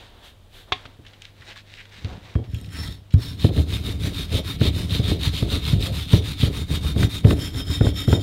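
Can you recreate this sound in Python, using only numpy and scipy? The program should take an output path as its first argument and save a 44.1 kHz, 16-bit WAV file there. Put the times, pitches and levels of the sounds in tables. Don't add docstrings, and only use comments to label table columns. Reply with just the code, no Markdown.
import sys
import numpy as np
from scipy import signal
from scipy.fft import rfft, irfft, next_fast_len
from scipy.io import wavfile
from scipy.ndimage import uniform_filter1d

SR = 44100
rng = np.random.default_rng(int(sys.argv[2]) if len(sys.argv) > 2 else 0)


def generate_wav(sig):
    pcm = np.round(np.clip(np.atleast_2d(sig).T, -1, 1) * 32767).astype(np.int16)
    wavfile.write(sys.argv[1], SR, pcm)


def volts_from_decibels(level):
    exponent = np.asarray(level, float) / 20
    return 10 ** exponent


N = 362502
TIME_S = np.arange(N) / SR

SPOT_CHANGES_S = 3.38, 7.35


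def spot_at(s):
    return np.searchsorted(SPOT_CHANGES_S, s)


# [start_s, length_s, hiss_db, tuft_hump_rel_db, table_shake_db]
TRIALS = [
    (2.49, 0.31, -64.5, -8, -37),
    (2.724, 0.2, -48.5, 8.5, -32.5),
    (3.135, 0.01, -49, 10, -60),
    (3.19, 0.15, -48.5, 9, -33.5),
]
PUSHES = [(3.392, 0.1, -47.5, 14.5, -30), (3.684, 0.11, -45, 13.5, -24), (4.005, 0.099, -45, 11.5, -25),
          (4.306, 0.097, -42.5, 14.5, -24.5), (4.608, 0.087, -42, 18.5, -19),
          (4.899, 0.098, -42.5, 15.5, -21.5), (5.205, 0.092, -41.5, 15, -25),
          (5.487, 0.1, -42, 13.5, -21.5), (5.802, 0.09, -42.5, 14, -24.5), (6.094, 0.1, -41.5, 16, -27),
          (6.388, 0.099, -42.5, 15, -26), (6.691, 0.095, -43, 10.5, -23.5), (6.973, 0.095, -41, 9.5, -17),
          (7.258, 0.084, -43, 6.5, -17.5), (7.541, 0.09, -46, 6, -26.5), (7.823, 0.089, -46, 4, -26),
          (8.081, 0.085, -43.5, 2, -24.5)]
PULLS = [(3.529, 0.11, -49, 12, -21.5), (3.817, 0.14, -48.5, 11.7, -26.5), (4.125, 0.13, -45.5, 12.4, -27),
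         (4.443, 0.11, -45, 9.5, -28), (4.733, 0.13, -45.5, 9.6, -24.5), (5.026, 0.13, -45, 14.5, -23.5),
         (5.322, 0.12, -45, 16.3, -26), (5.624, 0.13, -44, 15.8, -26.5), (5.923, 0.13, -44.5, 11.6, -28.5),
         (6.229, 0.12, -46, 13.4, -27), (6.518, 0.12, -46.5, 10.2, -28.5), (6.817, 0.11, -44.5, 9.4, -27.5),
         (7.096, 0.11, -45, 9.6, -29), (7.375, 0.12, -44, 4.2, -26.5), (7.664, 0.13, -44.5, 4, -29.5),
         (7.95, 0.098, -45.5, 3.6, -30.5), (8.19, 0.42, -46, 15, -26)]
# [push_db, pull_db]
RING_DB = [(0, -12), (-7.5, -5.5), (1, 3)]
TRIAL_RING_DB = [3.5, 2, -3.5, -1]
# start_s, length_s, shake_db
DRAG = (2.034, 0.18, -38.5)


def stroke_pressure():
    kind = np.repeat([0, 1, 2], [len(TRIALS), len(PUSHES), len(PULLS)])
    rows = np.array(TRIALS + PUSHES + PULLS)
    order = np.argsort(rows[:, 0])
    kind = kind[order]
    s, length, db, tuft_db, shake_db = rows[order].T
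    peak = np.array([0.3, 0.51, 0.41])[kind]
    frame_db = np.array(RING_DB)[spot_at(s), kind // 2]
    frame_db += 4.5 * (s - 7.8) * (s > SPOT_CHANGES_S[1])
    frame_db[kind == 0] = TRIAL_RING_DB
    pressure = swells(s, length, db, peak, ends_db=9.5)
    pressure += volts_from_decibels(-50) * uniform_filter1d(pressure, 6000)
    force = swells(s, length, shake_db, peak, ends_db=4.5) + swells(*DRAG, 0.38, ends_db=4.5)
    force += volts_from_decibels(-24.5) * uniform_filter1d(force, 6000)
    tuft, frame = (volts_from_decibels(np.interp(TIME_S, s + length / 2, db)) for db in (tuft_db, frame_db))
    return pressure, force, tuft, frame


# [freq_hz, level_db_per_hz]
WIRE_HISS = [(300, -11), (1000, 7.5), (2500, 6.5), (5000, 0.5), (6300, -1), (7800, -2.5), (9000, 3),
             (10200, -3.5), (11800, -1.5), (14000, -7), (15800, -5.5)]
# [freq_hz, width_hz, level_db]
TUFT_MODES = [(2270, 670, -11), (3700, 800, 4.5), (4180, 1220, -3.5)]
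# [freq_hz, width_hz, level_db]
FRAME_EDGE = [(1300, 15, -8), (1860, 230, -8), (3220, 60, -12), (3680, 42, -7), (4610, 28, -17),
              (5190, 47, -12), (5390, 42, -5.5), (6200, 33, -23), (7140, 53, -19), (9000, 120, -22),
              (10800, 44, -29), (11500, 110, -27)]
FRAME_TOP = [(1290, 40, -12), (2245, 14, -2), (3537, 60, -1), (3680, 48, 1), (5140, 46, -9), (5830, 26, -8),
             (6770, 46, -15), (7040, 70, -14), (7184, 34, -12), (9400, 36, -11), (11780, 60, -16),
             (12360, 61, -14), (13010, 48, -16)]
FRAME_SIDE = [(1280, 79, -18), (1923, 37, -5.5), (2260, 22, -11.5), (2590, 47, -11.5), (3160, 110, -7),
              (3680, 40, -.5), (4620, 40, -15), (5140, 55, -4), (5375, 65, -6), (7080, 110, -10.5),
              (8570, 51, -30), (9500, 57, -21), (11040, 62, -19), (11800, 60, -15)]
# [time_s, level_db]
SIDE_IN = [(6.3, -40), (6.55, -8), (7.2, -6), (7.4, 0), (8.22, 0)]


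def wire_brush(pressure, tuft, frame, snaps):
    slips = flicks(per_s=9000, spread_db=-0.56)
    slips = slips * flutter(rate_hz=36.0, depth_db=1.0) * flutter(rate_hz=270, depth_db=-0.36)
    hiss = mottled(colour(slips, WIRE_HISS), depth_db=1.8)
    hiss /= np.std(band(hiss, 6000, 15000))
    tufts = evened(mottled(ring(slips, TUFT_MODES), depth_db=2.0)) * tuft * volts_from_decibels(-3.5)
    drive = volts_from_decibels(28.0) * slips * pressure * frame
    spot = spot_at(TIME_S)
    drive += volts_from_decibels(8) * snaps * (spot == 0) * (TIME_S > 2.4)
    edge = ring_unevenly(drive * (spot == 0), FRAME_EDGE)
    top = ring_unevenly(drive * (spot == 1), FRAME_TOP)
    side = ring_unevenly(drive * follow(SIDE_IN) * (spot > 0), FRAME_SIDE)
    return (hiss + tufts) * pressure + mottled(edge + top + side, depth_db=1.7)


# [start_s, peak_db]
SNAGS = [(3.4186, -21), (3.5633, -20), (3.5937, -20), (3.703, -27), (3.7369, -20), (3.8462, -31),
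         (3.8656, -22), (3.8926, -18), (4.0352, -22), (4.1455, -20), (4.2936, -32), (4.4772, -23),
         (4.597, -33), (4.8953, -18), (4.9077, -15), (4.9177, -15), (4.9487, -12), (5.0499, -24),
         (5.2135, -18.5), (5.2334, -23), (5.2424, -39), (5.2619, -19), (5.2884, -29), (5.3502, -19),
         (5.3654, -14), (5.3814, -22), (5.5009, -18), (5.6261, -32), (5.6516, -14), (5.7977, -30),
         (5.8237, -13), (5.9524, -27), (5.9673, -19), (6.1055, -18), (6.131, -14), (6.2577, -30),
         (6.4183, -11.5), (6.54, -26), (6.7256, -23), (6.8448, -29), (6.9614, -37), (6.9795, -19),
         (7.5438, -24), (7.6999, -30), (7.8476, -21), (8.0945, -24)]


def snags():
    return volts_from_decibels(-7) * bursts(SNAGS, 0.012, TUFT_MODES)


# [start_s, peak_db]
PLUCKS = [(2.4998, -57), (2.5138, -51), (2.5437, -38), (2.585, -42), (2.6126, -39), (2.6594, -41),
          (2.6889, -53), (2.7073, -54), (2.7208, -51), (2.7388, -41), (2.7887, -41), (2.876, -30),
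          (2.9243, -38)]
# [freq_hz, width_hz, level_db]
TINES = [(3900, 120, 1.5), (6970, 120, -1), (8450, 200, -4), (11900, 280, -7)]


def plucks():
    return volts_from_decibels(0.5) * bursts(PLUCKS, 0.0052, TINES)


# [start_s, length_s, level_db]
LANDINGS = [
    (2.532, 0.11, -58),
    (3.115, 0.034, -59),
]


def landing():
    pings = sum(ring(flicks(per_s=130, spread_db=1.5), [tine]) for tine in TINES)
    return evened(pings) * swells(*np.transpose(LANDINGS), 0.42, ends_db=10)


# [freq_hz, width_hz, level_db]
TABLE_LOW = [(50.4, 44.5, -5.5), (75.4, 18, 5), (108.4, 13.5, 1), (157, 44, -4), (194.5, 65, -9)]
TABLE_HIGH = [(222, 53, 1.5), (303, 39, 4.5), (331.4, 23, 5.5), (423.6, 86, -0.5), (583, 102, -5),
              (687, 150, -9.5)]
SHAKE_HIGH_DB = [-17, -16, -12.5]


def table_shake(force):
    judder = flicks(per_s=800, spread_db=1.03) * flutter(rate_hz=28, depth_db=2.5)
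    s, db, high_db, _ = np.transpose(THUMPS + KNOCKS)
    rebound = swells(s, 0.093, db + high_db / 2 - 20.5, 0.1, ends_db=13.5)
    low = evened(ring(band(judder, 32.0, 520), TABLE_LOW)) * force
    high_force = force * volts_from_decibels(np.array(SHAKE_HIGH_DB)[spot_at(TIME_S)]) + rebound
    high = evened(ring(band(judder, 200, 1150), TABLE_HIGH)) * high_force
    return low + high


# [start_s, peak_db, high_modes_rel_db, clack_rel_db]
THUMPS = [
    (0.719, -25.5, -28, 14),
    (0.852, -35, -16, 5),
    (0.988, -36.5, -7, -31),
    (1.399, -39.5, -28, -11),
    (2.045, -18, -20, -19),
    (2.354, -7.5, -18, -30),
    (2.534, -16.5, -61, -37),
    (3.139, 0, -46, -38),
]
KNOCKS = [(3.443, -2.5, -10.5, -18), (3.575, -8.5, -18, -20), (3.882, -24, -5, -33), (4.038, -17, -15, -25),
          (4.312, -22.5, -12.5, -37), (4.346, -19, -5, -20), (4.611, -6, -9.5, -15), (4.761, -19, -11, -28),
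          (4.918, -25, -26, -32), (4.993, -8.5, -17, -29), (5.044, -22, -31, -29), (5.112, -12, -6.5, -14),
          (5.423, -9, -11.5, -16), (5.731, -4, -27.5, -26), (6.132, 0, -15, -21), (6.43, -4.5, -14, -36),
          (6.713, -16, -23, -27), (6.96, -12, -9.5, -19), (7.03, -14.5, -18, -2.5), (7.247, 0, -14, -20),
          (7.306, -14, 0, -4), (7.547, -21, -41, -14), (7.807, -4, -10.5, -20.5), (7.865, -10, -9.5, -21.5),
          (8.077, -6, -10.5, -39), (8.125, -7, -5, -32)]
# [start_s, peak_db, high_modes_rel_db]
BUMPS = [(2.79, -30, -28), (2.883, -23, -24), (3.311, -22, -21.5), (3.699, -20, -24), (4.068, -14, -14),
         (4.378, -30, -14), (4.487, -37, -4), (4.669, -15, -21), (4.948, -19, -16), (5.269, -9.5, -29),
         (5.565, -13.5, -14), (5.916, -16, -27), (6.263, -22, -27), (6.398, -20, -25), (6.613, -17, -17),
         (6.733, -19.5, -10), (7.4, -33, -12), (7.696, -15, -18), (7.964, -30, -13)]
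# [freq_hz, width_hz, level_db]
THUMP_TABLE = [(51.4, 28, -7), (76.7, 26, 0), (109.6, 7.1, 9), (154, 31, -12), (258, 12, -8.5)]


def knocks():
    out, t = np.zeros(N + SR), np.arange(SR // 3) / SR
    rows = [(*r, 0.19, 0.83) for r in THUMPS]
    rows += [(*r, 0.23, 0.994) for r in KNOCKS]
    rows += [(*r, -60, 0.16, 0.87) for r in BUMPS]
    chance = rng.standard_normal((len(rows), 2, len(t)))
    for (s, db, high_db, clack_db, t60, hard), (tune, grit) in zip(rows, chance):
        modes = THUMP_TABLE if s < SPOT_CHANGES_S[0] else TABLE_LOW
        decay = volts_from_decibels(-60 * t / max(t60, .02))
        glide_hz = hard * (88 + 100 * np.exp(-t / 0.005))
        swing = -np.sin(2 * np.pi * np.cumsum(glide_hz) / SR)
        swing *= (t / .006) ** 1.5 * np.exp(-t / 0.0039)
        after = np.zeros(len(t))
        for k, (hz, _, mode_db) in enumerate(modes):
            cycles = hz * (1 + 0.05 * tune[k]) * t
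            after += volts_from_decibels(mode_db) * np.sin(2 * np.pi * (cycles + tune[-k]))
        after *= decay * (1 - np.exp(-(t / 0.03) ** 2))
        rattle = ring(tune * decay * (t > .008), modes)
        pulse = volts_from_decibels(22) * np.exp(-((t - .004) / 0.00033) ** 2)
        high = ring(grit * volts_from_decibels(-60 * t / 0.1) + pulse, TABLE_HIGH)
        clack = band(grit * (t > .002), 390, 1870) * volts_from_decibels(-60 * t / 0.019)
        parts = [(swing, 0), (after, -12), (rattle, -12), (high, high_db + 3.5), (clack, clack_db)]
        out[round(s * SR):][:len(t)] += sum(volts_from_decibels(db + rel_db) * p / abs(p).max() for p, rel_db in parts)
    return band(out[:N], 38, 12000)


# [freq_hz, width_hz, level_db]
BOARD = [(284, 16, -7), (260, 22, -13)]
BOARD_DB = [-18.5, -16.5, -8]
# [start_s, length_s, level_db]
GROANS = [
    (4.04, .07, -51),
    (4.307, 0.08, -36),
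    (4.368, 0.064, -32.5),
    (5.323, 0.16, -46.5),
    (5.5, 0.15, -46),
    (5.813, 0.16, -38.5),
    (7.302, 0.053, -34),
]
# [freq_hz, width_hz, level_db]
SKID_MODES = [(344, 19, 1), (427, 120, -13.5), (530, 21, 1.5), (624, 19, -2.5), (680, 53, -6.5)]


def skids(force):
    judder = flicks(per_s=1500, spread_db=0.0) * flutter(rate_hz=54, depth_db=2.0)
    hum = evened(ring(judder, BOARD)) * force * volts_from_decibels(np.array(BOARD_DB)[spot_at(TIME_S)])
    groan = evened(ring(band(judder, 280, 930), SKID_MODES))
    return hum + groan * swells(*np.transpose(GROANS), 0.27, ends_db=25.0)


# [freq_hz, level_db_per_hz]
TAP_CRACK = [(200, -22), (1070, -9), (1800, -4), (2330, -2), (2950, -7), (3650, 4), (4250, -10),
             (15000, -62)]
# [freq_hz, level_db, t60_s]
TRAY = [(412, -5.5, 0.1), (740, 2, 0.071), (1075, 2, 0.07), (1460, -25, 0.07), (1900, -30, 0.12),
        (2000, -27, 0.05), (2370, -34, 0.08), (2830, -27, 0.2), (2980, -32, 0.084), (3240, -36, 5.0),
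        (3430, -34, 0.14), (3671, -35, 0.3)]


def tap():
    out, t = np.zeros(N), np.arange(SR // 2) / SR
    grit = evened(colour(rng.standard_normal(len(t)), TAP_CRACK))
    crack = grit * (1 - np.exp(-t / 0.0008)) * volts_from_decibels(-60 * t / 0.045)
    crack += evened(band(rng.standard_normal(len(t)), 900, 3800)) * volts_from_decibels(-32 - 60 * t / .55)
    crack += evened(ring(rng.standard_normal(len(t)), [(3700, 130, 0)])) * volts_from_decibels(-42.5 - 60 * t / 0.87)
    out[round(.7215 * SR):][:len(t)] = volts_from_decibels(-11.5) * (0.8 * crack + 0.2 * dying(TRAY, t))
    return out


# [freq_hz, level_db, t60_s]
PING = [(2260, -3, 0.41), (3220, 2, 0.26), (3488, -21, 0.67), (3800, -18, 0.82), (4613, -18, 0.16),
        (5163, -13, 0.23)]


def ping():
    out, t = np.zeros(N), np.arange(SR // 2) / SR
    out[round(2.355 * SR):][:len(t)] = volts_from_decibels(-55.5) * dying(PING, t)
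    return out


# [start_s, peak_db, centre_hz, t60_s]
TICKS = [(0.851, -47, 3540, 0.028), (0.86, -35, 3240, 0.032), (1.05, -41.5, 2480, 0.046),
         (1.0643, -37, 3200, 0.076), (1.134, -41.5, 3280, 0.052), (1.22, -30.5, 4400, 0.013),
         (1.2522, -31, 3300, 0.018), (1.419, -37.5, 2230, 0.072), (1.56, -37, 1530, 0.061),
         (1.7387, -28.5, 3390, 0.007), (1.8546, -37, 2560, 0.01), (2.0466, -26.5, 4070, 0.007),
         (2.3537, -27.5, 1510, 0.017), (2.4409, -45, 3140, 0.028), (2.5002, -50, 3680, 0.03),
         (2.546, -34.5, 3170, 0.054), (2.586, -48, 3490, 0.013), (2.6453, -35, 4000, 0.013),
         (2.664, -44, 4180, 0.03), (2.6893, -42, 3680, 0.022), (2.9244, -36, 3680, 0.016),
         (3.106, -41.5, 3770, 0.054), (3.123, -37, 3240, 0.016), (3.139, -33, 3220, 0.013),
         (3.3962, -32, 3670, 0.026), (2.516, -51, 2500, .02), (2.564, -46, 3900, 0.018),
         (7.81, -24, 1500, .04), (7.866, -22.5, 1280, 0.033), (8.127, -13, 1300, 0.021),
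         (7.029, -18, 2280, 0.023), (7.245, -24, 1900, 0.03), (7.306, -20.5, 2260, 0.022),
         (8.077, -30, 1440, 0.024), (1.017, -56, 8500, .006), (1.083, -43, 5000, 0.012),
         (1.453, -46, 8000, 0.0053), (1.588, -41, 3300, .008), (1.811, -34, 2110, 0.0066),
         (2.05, -38, 3000, 0.056), (4.145, -49, 2500, .012), (5.351, -36, 2400, .012),
         (1.6, -44, 2500, .015), (1.39, -56, 1900, .015)]


def ticks():
    out, t = np.zeros(N + SR), np.arange(SR // 10) / SR
    for (s, db, hz, t60), grit in zip(TICKS, rng.standard_normal((len(TICKS), len(t)))):
        snap = band(grit * volts_from_decibels(-60 * t / max(t60, .005)), 0.51 * hz, 1.16 * hz)
        out[round(s * SR):][:len(t)] += volts_from_decibels(db) * snap / abs(snap).max()
    return out[:N]


# [start_s, length_s, level_db, dull_rub_rel_db]
DAB_ROWS = [
    (-.1, 0.21, -51, 8.5),
    (0.095, 0.23, -60, 14),
    (0.219, 0.097, -50, 0),
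    (0.417, 0.086, -72, 0),
    (0.521, 0.13, -51, 3.5),
    (0.671, 0.048, -60.5, 19),
]
CRINKLES = [(.74, 0.22, -60, 14.5), (1.04, 0.19, -59, 7), (1.2, 0.11, -54.5, -8), (1.36, 0.2, -54.5, 4),
            (1.46, 0.086, -45.5, 4), (1.55, 0.066, -46.5, -9), (1.66, 0.22, -51, -4),
            (1.74, 0.081, -53.5, -8), (1.89, 0.2, -49.5, 2), (2.04, 0.16, -50.5, 13.5),
            (2.2, 0.18, -52, 8.5), (2.43, 0.048, -59, 14), (2.509, 0.062, -57, -13)]
# [freq_hz, level_db_per_hz]
CLOTH = [(590, -47), (1000, -16), (1250, -9), (1470, 1), (2090, 3), (3270, -3), (3760, 2), (4310, -2.5),
         (9000, -19.5), (11700, -65), (19800, -120)]
DABS = [(590, -48), (1000, -25), (1530, -2), (2050, -2.5), (2370, -5), (3790, 0.5), (5480, -15),
        (9000, -20), (11700, -49), (19800, -120)]


def rustle():
    s, length, db, rub_db = np.transpose(DAB_ROWS + CRINKLES)
    level, rubbing = (swells(s, length, d, 0.35, ends_db=10.5) for d in (db, db + rub_db - 9.0))
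    crackle = evened(colour(flicks(per_s=7000, spread_db=2.2), CLOTH)) * flutter(rate_hz=58, depth_db=0.5)
    dabs = evened(colour(rng.standard_normal(N), DABS))
    dabbing = TIME_S < .7
    fine = evened(band(rng.standard_normal(N), 3600, 16000)) * volts_from_decibels(np.where(dabbing, -8.5, -20))
    fine *= np.clip(TIME_S / 0.34, .3, 1)
    rub = evened(band(rng.standard_normal(N), 224, 1100))
    return level * (np.where(dabbing, dabs, crackle) + fine) + rubbing * rub


# [start_s, length_s, level_db]
SCUFFS = [
    (1.49, 0.04, -43),
    (1.77, 0.059, -45),
    (1.918, 0.049, -53),
    (2.726, 0.06, -45.5),
]
# [freq_hz, width_hz, level_db]
SCUFF_MODES = [(1640, 310, -3), (2130, 540, 0.5), (2900, 520, -3)]


def scuffs():
    grains = evened(ring(flicks(per_s=2100, spread_db=0.5), SCUFF_MODES))
    return grains * swells(*np.transpose(SCUFFS), 0.47, ends_db=11)


def room(x, t60=.22):
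    t = np.arange(SR // 2) / SR
    echoes = rng.choice([-1., 1.], len(t)) * (rng.random(len(t)) < .05)
    echoes = band(echoes * volts_from_decibels(-60 * t / t60) * (t > .004), 330, 4700)
    return signal.fftconvolve(x, echoes / np.linalg.norm(echoes))[:N]


# [freq_hz, level_db_per_hz]
AIR = [(12, -46), (25, 12.5), (45, 3), (85, 3.5), (145, -8), (345, -11), (539, -11.5), (969, -18.5),
       (2120, -23.5), (3700, -22), (5320, -30.5), (15800, -36)]
# [time_s, level_db]
LUMPS_IN = [(0, 1), (.9, 1), (1.3, -5.5), (8.22, 13.5)]
HUM_IN = [(0, -9.5), (.9, -10), (1.2, -6), (8.22, 12)]
# [freq_hz, level_db]
HUM = [(100, -41.5), (150, -56), (200, -57.5)]


def room_air():
    floor = volts_from_decibels(-53 + 0.5) * evened(colour(rng.standard_normal(N), AIR))
    lumps = band(floor, 15, 160)
    floor += lumps * (flutter(rate_hz=1.4, depth_db=0) * follow(LUMPS_IN) - 1)
    hum = sum(volts_from_decibels(db - 3.0) * np.sin(2 * np.pi * hz * TIME_S) for hz, db in HUM)
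    return floor + hum * follow(HUM_IN)


def evened(x):
    return x / np.sqrt(np.mean(x ** 2) + 1e-20)


def follow(points):
    return volts_from_decibels(np.interp(TIME_S, *np.transpose(points)))


def colour(x, points):
    f, db = np.transpose(points)
    size = next_fast_len(len(x))
    hz = np.fft.rfftfreq(size, 1 / SR)
    gain = volts_from_decibels(np.interp(np.log(hz + 1), np.log(f + 1), db))
    return irfft(rfft(x, size) * gain, size)[:len(x)]


def band(x, lo_hz, hi_hz):
    return signal.sosfilt(signal.butter(2, [lo_hz, hi_hz], "bandpass", fs=SR, output="sos"), x)


def ring(x, modes):
    out = np.zeros(len(x))
    for k, (hz, width, db) in enumerate(modes):
        out += (-1) ** k * volts_from_decibels(db) * signal.lfilter(*signal.iirpeak(hz, hz / width, SR), x)
    return out


def ring_unevenly(x, modes):
    knots = np.arange(0, N / SR + 1, .07)
    gains = volts_from_decibels(2.2 * rng.standard_normal((len(modes), len(knots))))
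    out = np.zeros(N)
    for k, (mode, gain) in enumerate(zip(modes, gains)):
        out += (-1) ** k * ring(x * np.interp(TIME_S, knots, gain), [mode])
    return out


def dying(modes, t):
    return sum(volts_from_decibels(db - 60 * t / np.clip(t60, .01, .4)) * np.sin(2 * np.pi * hz * t) for hz, db, t60 in modes)


def flicks(per_s, spread_db):
    size = volts_from_decibels(spread_db * np.minimum(rng.exponential(1, N), 5))
    return evened(size * rng.standard_normal(N) * (rng.random(N) < per_s / SR))


def flutter(rate_hz, depth_db):
    return volts_from_decibels(depth_db * evened(band(rng.standard_normal(N), rate_hz / 8, rate_hz)))


def mottled(x, depth_db):
    z = signal.stft(x, nperseg=512)[2]
    patches = uniform_filter1d(rng.standard_normal(z.shape), size=5, axis=0)
    patches = uniform_filter1d(patches, size=12, axis=1)
    return signal.istft(z * volts_from_decibels(depth_db * evened(patches)), nperseg=512)[1][:N]


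def swells(starts, lengths, levels_db, peak, ends_db):
    t, power = np.arange(0, N, 32) / SR, 0
    for s, length, db, lean in np.broadcast(starts, lengths, levels_db, np.clip(peak, .2, .8)):
        u = (t - s) / length - lean
        rise = (-u.clip(max=0) / lean) ** 1.84
        fall = (u.clip(0) / (1 - lean)) ** 2.57
        power = power + volts_from_decibels(2 * (db - np.minimum(ends_db * np.where(u < 0, rise, fall), 200)))
    return np.interp(TIME_S, t, np.sqrt(power))


def bursts(rows, t60, modes):
    t, out = np.arange(2000) / SR, np.zeros(N + 2000)
    for (s, db), grit in zip(rows, rng.standard_normal((len(rows), len(t)))):
        shower = ring(grit * np.minimum(t / 0.0007, 1) * volts_from_decibels(-60 * t / max(t60, .003)), modes)
        out[round(s * SR):][:len(t)] += volts_from_decibels(db) * shower / abs(shower).max()
    return out[:N]


def scene():
    pressure, force, tuft, frame = stroke_pressure()
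    snaps = ticks()
    near = wire_brush(pressure, tuft, frame, snaps) + snags() + plucks()
    near += tap() + ping() + snaps + rustle() + scuffs()
    table = table_shake(force) + knocks() + skids(force)
    return (near + volts_from_decibels(-19.5) * room(near) + table + room_air() + landing())[None]


def band_limit(x):
    return signal.sosfilt(signal.butter(12, 16690, fs=SR, output="sos"), x)


# freq_hz, width_hz, level_db beside the direct sound
PORT = (3280, 870, -5.5)


def record(dry):
    heard = dry[0] + ring(dry[0], [PORT])
    low_pass = signal.firwin(511, 15800, window=("kaiser", 9), fs=SR)
    heard = signal.oaconvolve(heard.clip(-1, 1), low_pass, "same")
    return band_limit(heard[None])


dry = scene()
out = record(dry)
generate_wav(out)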